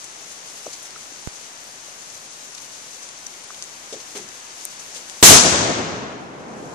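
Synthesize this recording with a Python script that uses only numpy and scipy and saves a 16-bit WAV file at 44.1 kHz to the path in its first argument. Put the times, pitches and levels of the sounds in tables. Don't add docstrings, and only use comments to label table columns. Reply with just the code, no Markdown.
import sys
import numpy as np
from scipy import signal
from scipy.fft import rfft, irfft, next_fast_len
from scipy.io import wavfile
from scipy.ndimage import uniform_filter1d

SR = 44100
rng = np.random.default_rng(int(sys.argv[2]) if len(sys.argv) > 2 else 0)


def waveform_to_disk(signal):
    frames = np.transpose(np.atleast_2d(signal))
    scaled = np.clip(frames, -1, 1) * 32767
    samples = np.round(scaled).astype(np.int16)
    wavfile.write(sys.argv[1], SR, samples)


def decibels_to_gain(level_db):
    exponent = np.asarray(level_db, float) / 20
    return 10 ** exponent


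N = 297234
BURST_S = 5.2270
SPACING = 18


def colour(x, points):
    hz, db = np.transpose(points)
    size = next_fast_len(x.shape[-1])
    f = np.maximum(np.arange(size // 2 + 1) * SR / size, 1)
    response = decibels_to_gain(np.interp(np.log(f), np.log(hz), db))
    return irfft(rfft(x, size) * response, size)[..., :x.shape[-1]]


def level(x, db):
    return x * decibels_to_gain(db) / np.sqrt(np.mean(x ** 2))


def band(x, hz, width):
    return signal.lfilter(*signal.iirpeak(hz, hz / width, SR), x)


def curve(table):
    s, value = np.transpose(table)
    return np.interp(np.arange(N) / SR, s, value)


def walk(rate_hz):
    k = int(SR / rate_hz)
    steps = np.repeat(rng.standard_normal(N // k + 1), k)
    return uniform_filter1d(uniform_filter1d(steps, k), k)[:N]


def arrive(x, side):
    lag = int(round(side * SPACING / 2))
    return np.array([np.roll(x, lag), np.roll(x, -lag)])


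def all_round(size, left_db, right_db, apart_db, spike_db):
    spikes = np.minimum(rng.exponential(size=(10, size)), 5)
    grains = rng.standard_normal((10, size)) * decibels_to_gain(spike_db * spikes)
    weight = decibels_to_gain([left_db, 0, 0, 0, 0, 0, 0, right_db])
    shared = sum(w * arrive(g, s) for g, w, s in zip(grains, weight, np.linspace(-1, 1, 8)))
    return level(shared + decibels_to_gain(apart_db) * grains[8:], 0)


# t/s, gain/dB
GAIN = [
    (5.214, -8.5),
    (5.219, -11.5),
    (5.35, -15),
    (5.42, -21.5),
    (5.47, -21),
    (5.9, -23),
    (6.3, -26),
    (6.74, -17),
]


def gain_control_db():
    return curve(GAIN)


SHOCK_DB, SUCTION_S, REBOUND_S = 5, .0015, .0007


def shock_front(t):
    corners_s = np.cumsum([0, .00005, .0003, SUCTION_S, .0003, REBOUND_S, .0008])
    return decibels_to_gain(SHOCK_DB) * np.interp(t, corners_s, [0, 0.46, -0.15, -1.13, 0.47, -0.22, -0.23])


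# level/dB at the burst, fade/dB per s
LEAVES, BRANCHES, TRUNKS = (9.3, 36.2), (-0.82, 19.9), (1.92, 12.34)
BUILD_UP_S = 0.015
STAND_S = 0.023
AIR_DB_PER_S = 33
RUMBLE_DB_PER_S = 4.5
# f/Hz, level/dB per Hz
ECHO_COLOUR = [(40, 0), (100, 2), (250, 2.5), (500, 1), (900, 2), (1500, 3.5), (3000, 0.5), (5500, -2),
               (9000, -6), (15000, -14.5)]
# t/s, level/dB
STANDS = [(5.228, 5.5), (5.268, -2.5), (5.315, 7), (5.36, 4.5), (5.462, 5), (5.545, 4.5), (5.63, 4),
          (5.7, 5.5), (5.8, 5.5), (5.93, 2), (6.048, 3)]


def echoes(t, start):
    size = next_fast_len(len(t))
    leaf_db, branch_db, trunk_db = (db - fade * t for db, fade in (LEAVES, BRANCHES, TRUNKS))
    leaf_db = leaf_db - 9 * np.exp(-t / BUILD_UP_S)
    trunk_db = trunk_db + sum(db * np.exp(-((t + BURST_S - s) / STAND_S) ** 2) for s, db in STANDS)
    gain_db = gain_control_db()[start:]
    noise = all_round(size, left_db=-1, right_db=4, apart_db=4.0, spike_db=1.5)
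    spectrum = rfft(colour(noise, ECHO_COLOUR))
    octave = np.log2(np.maximum(np.arange(size // 2 + 1) * SR / size, 1) / 30)
    out = 0
    for k in np.arange(0, 9.6, .5):
        hz = 30 * 2 ** k
        trunk, leaf = np.clip([np.log2(1700 / hz) / 1.46, np.log2(hz / 1600) / 2.38], 0, 1)
        scatter_db = leaf * leaf_db + (1 - trunk - leaf) * branch_db + trunk * trunk_db
        loss = AIR_DB_PER_S * (hz / 10000) ** 2 + RUMBLE_DB_PER_S * max(np.log2(200 / hz), 0)
        lumps_db = 1.5 * trunk * walk(14)[start:] + .8 * walk(25)[start:]
        window = np.clip(1 - 2 * np.abs(octave - k), 0, 1)
        echo = irfft(spectrum * window, size)[:, :len(t)]
        out = out + decibels_to_gain(scatter_db - loss * t + lumps_db + gain_db) * echo
    return decibels_to_gain(13) * out


def burst():
    start = int(BURST_S * SR)
    t = np.arange(N - start) / SR
    return np.pad(echoes(t, start) + shock_front(t), ((0, 0), (start, 0)))


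RISE_MS, RISE_POWER = .011, 1.5


def grain_bursts(table):
    out = np.zeros((2, N))
    t_ms = np.arange(SR // 5) / SR * 1000
    for s, db, t60_ms, bright in table:
        attack_ms = RISE_MS * t60_ms ** RISE_POWER
        rise = 1 - np.exp(-t_ms / max(attack_ms, .01))
        grains = rng.standard_normal((2, len(t_ms))) * rise * decibels_to_gain(-60 * t_ms / t60_ms)
        grains[:, 0] = 3 * (attack_ms < .25)
        grains = band(grains, 2000 * 5.43 ** np.clip(bright, 0, 1), 3700)
        part = out[:, int(s * SR):][:, :len(t_ms)]
        part += (decibels_to_gain(db) * grains / np.abs(grains).max())[:, :part.shape[1]]
    return np.array([out[0], np.roll(out[1], SPACING // 3)])


# t/s, peak/dB, t60/ms, brightness 0-1
SNAPS = [(.50, -31, 7, .8), (.63, -34, 8, .8), (.662, -31.5, 10, .7), (.868, -30, 10, .4),
         (.907, -27, 8, .53), (1.64, -38, 12, .85), (1.91, -37.5, 10, .95), (2.176, -31, 14, 0.77),
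         (2.22, -40, 10, .95), (2.37, -42, 12, .99), (3.267, -25, 16, 0.6), (3.44, -29, 7, .9),
         (3.6244, -17, 4.3, 0.5), (3.629, -28, 8, .6), (4.177, -23, 4, 0.6), (4.289, -25, 5, .6),
         (4.6528, -6.5, 2.9, 0.95), (4.9, -35.5, 10, .9), (5.089, -29.5, 8, .95), (5.098, -16, 2.2, 0),
         (6.24, -44, 7, .95)]


def twig_snaps():
    return grain_bursts(SNAPS)


# t/s, peak/dB, t60/ms, brightness 0-1
SPITS = [(.04, -30, 36, 0.78), (.315, -35, 79, 0.88), (.729, -28, 58, 0.56), (.826, -29, 31, 0.9),
         (.851, -29.5, 50, 0.26), (2.099, -33, 25, 0.4), (2.547, -30, 40, .6), (2.577, -27.5, 35, 0.43),
         (2.615, -32, 40, 0.7), (3.018, -31, 140, 0.63), (3.088, -29, 17, 0.55), (3.544, -28, 20, .3),
         (3.636, -31, 30, 0.7), (3.923, -26, 96, 0.38), (4.0, -30, 65, .3), (4.148, -25, 155, 0.05),
         (4.792, -32, 56, 0.7), (4.945, -30, 29, .65), (4.951, -26.5, 120, 0.4), (6.65, -49.5, 56, 1)]


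def fuse_spits():
    return grain_bursts(SPITS)


RING_CYCLES, RING_MIN_MS = 11.4, 8
HEAVY = .15
# t/s, peak/dB, f/Hz, shove/ms
KNOCKS = [(.661, -24, 394, 4), (0.666, -14.5, 610, 1), (.667, -23, 1130, 1), (.677, -22.5, 447, 9.6),
          (.96, -22.5, 1300, 3.4), (1.119, -31, 283, 2.3), (1.41, -32, 450, 2), (1.881, -29.5, 594, 5),
          (3.2645, -21, 5800, 5), (3.499, -26.5, 1200, .5), (3.505, -18, 1260, .46), (3.6244, -21, 5200, 3),
          (3.924, -19, 475, 26), (3.93, -31, 800, 34), (4.15, -31, 800, 50), (3.95, -25.5, 367, 36),
          (4.148, -23.5, 380, 35), (4.165, -21, 402, 43), (4.172, -34.5, 204, 92), (4.202, -31, 367, 98),
          (4.952, -28, 503, 22)]


def knocks():
    out = np.zeros(N)
    t_ms = np.arange(SR // 4) / SR * 1000
    for s, db, hz, shove_ms in KNOCKS:
        t60_ms = max(1000 * RING_CYCLES / hz, RING_MIN_MS) + HEAVY * shove_ms
        scrape = rng.standard_normal(len(t_ms)) * np.sqrt(np.clip(1 - t_ms / shove_ms, 0, 1))
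        push = (t_ms == 0) * (shove_ms < 10) + 0.22 * scrape
        mode = np.sin(2 * np.pi * hz * t_ms / 1000) * decibels_to_gain(-60 * t_ms / t60_ms)
        ring = signal.fftconvolve(push, mode)[:len(t_ms)]
        ring = band(band(ring, hz, 2 * hz), hz, 2 * hz)
        out[int(s * SR):][:len(t_ms)] += decibels_to_gain(db) * ring / np.abs(ring).max()
    return arrive(out, -0.16)


DROP_S, DROP_STEP_DB = 1.2739, -10.5


def water_drop():
    return np.outer([0, 1], decibels_to_gain(DROP_STEP_DB) * (np.arange(N) >= DROP_S * SR))


FUSE_OUT_DB = -8.5
# t/s, level/dB
HISS = [
    (0.0, -38),
    (0.9, -37.5),
    (1.36, -38),
    (2.42, -38.5),
    (4.21, -37.5),
    (4.61, -37.5),
    (5.2, -36.5),
]
# f/Hz, level/dB per Hz
HISS_COLOUR = [(30, -2), (100, -8), (300, -4.5), (700, -1), (1500, -2), (3000, -4), (4200, -4.5),
               (6000, -5.5), (7500, -8.5), (9000, -7), (11000, -14), (13000, -14.5), (15000, -19.5)]


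def high_pass(x, hz):
    return signal.sosfilt(signal.butter(2, hz, "high", fs=SR, output="sos"), x)


def hiss():
    fizz = colour(all_round(N, left_db=3, right_db=0, apart_db=1, spike_db=3), HISS_COLOUR)
    treble = high_pass(fizz, 2500)
    sizzle = colour(high_pass(fizz, 7000), [(6000, -23.5), (9000, -7)])
    flicker_db = .8 * walk(9) + 1.2 * walk(30)
    burnt = np.arange(N) > BURST_S * SR
    fizz = fizz + (decibels_to_gain(flicker_db) - 1) * treble + (decibels_to_gain(FUSE_OUT_DB * burnt) - 1) * sizzle
    return level(fizz, 0) * decibels_to_gain(curve(HISS) + 5.5)


def scene():
    quiet = (hiss() + knocks()) * decibels_to_gain(gain_control_db())
    return burst() + twig_snaps() + fuse_spits() + quiet + water_drop()


LOW_CUT_HZ, LOW_CUT_Q = 86, 0.8
# f/Hz, width/Hz, gain/dB
PORTS = [
    [(6400, 1250, 12.5)],
    [(6000, 1000, -3.5), (8000, 1900, 5)],
]


def capsules(x):
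    w = 2 * np.pi * LOW_CUT_HZ
    out = signal.lfilter(*signal.bilinear([1, 0, 0], [1, w / LOW_CUT_Q, w * w], SR), x)
    for c, modes in enumerate(PORTS):
        for hz, width, db in modes:
            out[c] += (decibels_to_gain(db) - 1) * band(out[c], hz, width)
    return out


RIGHT_DB = -1
CEILING, OFFSET = .9, -.0004


def overload(x):
    return np.clip(x * decibels_to_gain([[0], [RIGHT_DB]]), -CEILING, CEILING)


FAINT_DB, LOUD_DB, MONO_HZ, MONO_SIDE = -97, -58, 7560, 0.45
MASK_DB, MASK_RISE = -16, .2
MASK_DB_PER_KHZ = 2.2
MASK_JITTER_DB, MASK_WANDER_DB = 4.5, 2.5


def thin_treble(x):
    hz, _, z = signal.stft(x, SR, nperseg=2048)
    power = np.abs(z) ** 2
    frames = power.shape[-1]
    lead = power[:, (hz > 4000) & (hz < 8000)].mean(axis=1, keepdims=True)
    loudness = lead / decibels_to_gain(2 * LOUD_DB)
    soft = loudness < 1
    bands = np.repeat(power[:, :-1].reshape(2, -1, 8, frames).mean(axis=2), 8, axis=1)
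    jitter = decibels_to_gain(2 * MASK_JITTER_DB * rng.standard_normal((128, frames)))
    bands *= np.repeat(jitter, 8, axis=0) ** soft
    wander = uniform_filter1d(rng.standard_normal(frames), size=3) * np.sqrt(3)
    rise_db = MASK_DB_PER_KHZ * np.maximum(hz[:-1, None] / 1000 - 10, 0)
    bar_db = MASK_DB + (rise_db + MASK_WANDER_DB * wander) * soft
    bar = lead * np.minimum(loudness, decibels_to_gain(28)) ** MASK_RISE * decibels_to_gain(2 * bar_db) + decibels_to_gain(2 * FAINT_DB)
    z[:, :-1] *= (bands > bar) | (hz[:-1, None] < 8500)
    mono = (loudness.mean(axis=0) > 1) & (hz[:, None] > MONO_HZ)
    mid = (z[0] + z[1]) / 2 * np.where(mono, 1.3, 1)
    side = (z[0] - z[1]) / 2 * np.where(mono, MONO_SIDE, 1)
    return signal.istft(np.array([mid + side, mid - side]), SR, nperseg=2048)[1][:, :N]


def low_pass(x):
    return signal.sosfilt(signal.butter(12, 14870, fs=SR, output="sos"), x)


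def record(dry):
    mix = thin_treble(overload(capsules(dry))) + OFFSET
    return low_pass(mix)


dry = scene()
out = record(dry)
waveform_to_disk(out)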